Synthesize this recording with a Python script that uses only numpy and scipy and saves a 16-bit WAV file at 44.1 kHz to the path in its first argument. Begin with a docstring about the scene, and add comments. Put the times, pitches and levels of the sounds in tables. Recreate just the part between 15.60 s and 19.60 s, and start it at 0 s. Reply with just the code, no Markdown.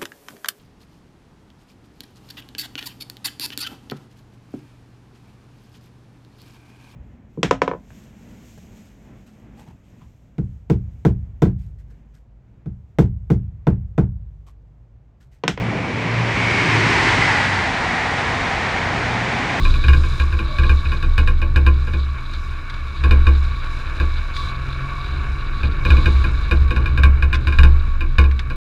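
"""Fast traffic beside a canal

One microphone at the canal side, mono. A vehicle passes close: its tyre roar swells and brightens,
and tyres and exhaust drone sink in pitch together as it goes by. Further off, the wash of the
traffic behind it stays on, with a second, fainter engine and a low road rumble."""
import sys
import numpy as np
from scipy import signal
from scipy.fft import rfft, irfft
from scipy.io import wavfile
from scipy.ndimage import map_coordinates

SR = 44100
rng = np.random.default_rng(int(sys.argv[2]) if len(sys.argv) > 2 else 0)


def put_to_file(sound):
    """Save the sound as 16-bit audio at rate SR, in the file named by the first command-line argument."""
    columns = np.atleast_2d(sound).T  # one column per channel
    safe = np.clip(columns, -1, 1)
    whole_steps = np.round(safe * 32767)
    wavfile.write(sys.argv[1], SR, whole_steps.astype(np.int16))


N = 176400
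T = np.arange(N) / SR


def from_db(db):
    """Decibels to gain."""
    return 10 ** (np.asarray(db) / 20)


def rms_one(x):
    """Scale to unit rms."""
    return x / np.sqrt(np.mean(x ** 2) + 1e-20)


def in_time(rows):
    """Join rows of (t/s, value) by straight lines."""
    return np.interp(T, *np.transpose(rows))


def drift(rate_hz):
    """Slow random wandering with spread 1."""
    step, run_in = 40, 2000  # samples per step, steps for the filter to settle
    pole = np.exp(-2 * np.pi * rate_hz * step / SR)
    white = rng.standard_normal(N // step + run_in + 2)
    slow = signal.lfilter([1], [1, -2 * pole, pole * pole], white)[run_in:]
    return np.interp(np.arange(N) / step, np.arange(len(slow)), rms_one(slow))


def noise(spectrum, pitch=None):
    """Unit noise with a spectral density of (f/Hz, level/dB) rows, shifted by an optional pitch ratio."""
    hz, db = np.transpose(spectrum)
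    f = np.maximum(np.fft.rfftfreq(2 * N, 1 / SR), 1)
    skirts = np.minimum(f / hz[0], 1) ** 2 * np.minimum(hz[-1] / f, 1) ** 2
    colour = from_db(np.interp(np.log(f), np.log(hz), db))
    x = irfft(rfft(rng.standard_normal(2 * N)) * skirts * colour)
    if pitch is None:
        return rms_one(x[:N])
    return rms_one(map_coordinates(x, [np.cumsum(pitch)], order=3, mode="wrap"))


def engine(note_hz):
    """Engine orders sounding together on a slightly unsteady exhaust note."""
    # engine orders: multiple of the exhaust note, level/dB
    orders = [(.5, -27), (1, -1), (1.5, -13), (2, -18.5), (3, -21.5)]
    wavering_hz = note_hz * (1 + .008 * drift(rate_hz=7.1))
    phase = 2 * np.pi * np.cumsum(wavering_hz) / SR
    tones = (from_db(db) * np.sin(order * phase + rng.uniform(0, 2 * np.pi)) for order, db in orders)
    return np.sqrt(2) * sum(tones)


def road_rumble():
    """The low, nearly even rumble of the road in the background."""
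    # rumble spectrum: f/Hz, level/dB
    spectrum = [(50, -18.5), (85, -2), (130, -1), (170, 1.5), (205, -2), (250, -1), (330, -6.5),
                (480, -7.5), (700, -10), (2000, -25.5)]
    # rumble at the microphone: t/s, level/dB
    level = [(0, -25), (.7, -26), (1.5, -26.5), (2.3, -29.5), (3.2, -28), (4, -27)]
    return from_db(in_time(level)) * noise(spectrum)


def traffic_wash():
    """The tyres of the following traffic, further off, merge into a rising wash."""
    # wash spectrum: f/Hz, level/dB
    spectrum = [(200, -12.5), (580, -8), (680, -1.5), (760, 1.5), (900, -2), (1050, -2.5), (1300, -6.5),
                (1600, -4.5), (1900, -2.5), (2300, -2.5), (2700, -10), (3500, -14), (5000, -21),
                (7000, -27.5), (10000, -42)]
    # wash at the microphone: t/s, level/dB
    level = [(0, -35), (.5, -30), (1.3, -28), (2.1, -25), (2.7, -23.5), (3.4, -24), (4, -23)]
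    return from_db(in_time(level)) * noise(spectrum)


def far_engine():
    """A second engine, distant and still approaching, holds its note."""
    # far engine at the microphone: t/s, level/dB
    level = [(0, -35.5), (1.3, -39), (1.55, -29), (2.0, -36.5), (3.0, -41), (3.45, -28.5), (4, -39.5)]
    return from_db(in_time(level)) * engine(note_hz=118.8)


def trailing_rumble():
    """Deep rumble that trails the near vehicle."""
    # deep rumble spectrum: f/Hz, level/dB
    spectrum = [(20, -18), (35, -3.5), (55, 1.5), (80, -0.5), (120, -15), (300, -38.5)]
    # deep rumble at the microphone: t/s, level/dB
    level = [(0, -40), (.3, -44), (.7, -37), (1.2, -39), (1.6, -32.5), (2.2, -36.5), (3.2, -33.5),
             (4, -38.5)]
    return from_db(in_time(level)) * noise(spectrum)


def body_rush(pitch):
    """One low swell as the body of the vehicle goes by."""
    # rush spectrum: f/Hz, level/dB
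    spectrum = [(40, -14), (85, -0.5), (143, 2.5), (190, -12), (245, -2), (325, -1.5), (400, -1.5),
                (510, -24.5), (1500, -34.5)]
    peak_db, peak_s, half_width_s = -23.5, 1.28, .32
    swell = from_db(peak_db) / (1 + ((T - peak_s) / half_width_s) ** 2)
    return swell * noise(spectrum, pitch)


def exhaust_drone(pitch):
    """The near vehicle's exhaust note swells and fades on the way, falling as it passes."""
    # drone at the microphone: t/s, level/dB
    level = [(0, -27), (.1, -25), (.17, -47), (.3, -40), (.36, -27), (.47, -27.5), (.57, -19.5), (.68, -22),
             (.77, -29.5), (.9, -23.5), (1.06, -31), (1.14, -19), (1.25, -20), (1.32, -29.5), (1.65, -26),
             (1.77, -37), (1.91, -24), (2.05, -37), (2.5, -31), (2.9, -38.5), (3.3, -31.5), (4, -44)]
    return from_db(in_time(level)) * engine(note_hz=103.1 * pitch)


def tread_hiss():
    """High hiss of the tread, heard mostly at close range."""
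    # hiss spectrum: f/Hz, level/dB
    spectrum = [(1500, -19), (2800, 3), (3300, 2), (4000, 0), (5200, -4), (6500, -7.5), (8500, -14.5),
                (10000, -24.5)]
    # hiss at the microphone: t/s, level/dB
    level = [(0, -54), (.35, -53), (.75, -38), (1.15, -31.5), (1.49, -29), (1.75, -31.5), (2.15, -37),
             (2.8, -40), (3.3, -45), (4, -44)]
    return from_db(in_time(level)) * noise(spectrum)


def tread_whine():
    """A narrow band thrown forwards by the tread, sinking as the vehicle passes."""
    # whine band when centred on 2000 Hz: f/Hz, level/dB
    spectrum = [(1650, -28), (1890, -8), (2000, 0), (2110, -7), (2350, -28)]
    # centre of the band: t/s, f/Hz
    centre = [(0, 2290), (.85, 2250), (1.2, 2130), (1.8, 1960), (2.3, 1900), (4, 1830)]
    # whine at the microphone: t/s, level/dB
    level = [(0, -37.5), (.72, -35.5), (.78, -26.5), (1.0, -24), (1.3, -27.5), (1.65, -23), (2.05, -30),
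             (2.4, -32), (2.8, -35.5), (4, -42)]
    return from_db(in_time(level)) * noise(spectrum, pitch=in_time(centre) / 2000)


def tyre_roar(pitch):
    """Tyres on the road, loudest near the microphone, following part of the pitch fall."""
    # roar spectrum at the nearest point: f/Hz, level/dB
    spectrum = [(150, -19.5), (500, -13.5), (700, -9.5), (920, -1.5), (1200, -7), (1500, -5), (1800, -2),
                (2030, -3.5), (2300, -4.5), (2700, -10), (3500, -19), (5000, -22.5), (9000, -48)]
    # roar at the microphone: t/s, level/dB
    level = [(0, -33), (.35, -31), (.7, -25), (1.0, -20.5), (1.22, -18.5), (1.5, -18), (1.75, -19),
             (2.1, -24), (2.6, -27.5), (3.2, -27.5), (4, -31)]
    fall_share = .7
    return from_db(in_time(level)) * noise(spectrum, pitch ** fall_share)


def passing_vehicle():
    """The close pass: Doppler shift makes it high on approach and low on leaving."""
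    nearest_s, pass_s, doppler_share = 1.55, .62, .14
    receding = (T - nearest_s) / np.hypot(T - nearest_s, pass_s)  # -1 far ahead of the pass, +1 long after
    pitch = 1 - doppler_share * receding
    drone = exhaust_drone(pitch)
    tyres = tyre_roar(pitch) + tread_whine() + tread_hiss()
    air_waver = from_db(.4 * drift(rate_hz=9))  # moving air makes the tyre sound waver in level
    return drone + air_waver * tyres + body_rush(pitch) + trailing_rumble()


def scene():
    """The whole road at one microphone by the canal."""
    return (road_rumble() + traffic_wash() + far_engine() + passing_vehicle())[None]


def record(dry):
    """The microphone channel cuts the top steeply."""
    cutoff_hz = 10000
    f = np.fft.rfftfreq(2 * N, 1 / SR)
    low_pass = 1 / np.sqrt(1 + (f / cutoff_hz) ** 240)
    return irfft(rfft(dry, 2 * N) * low_pass)[:, :N]


dry = scene()
out = record(dry)
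put_to_file(out)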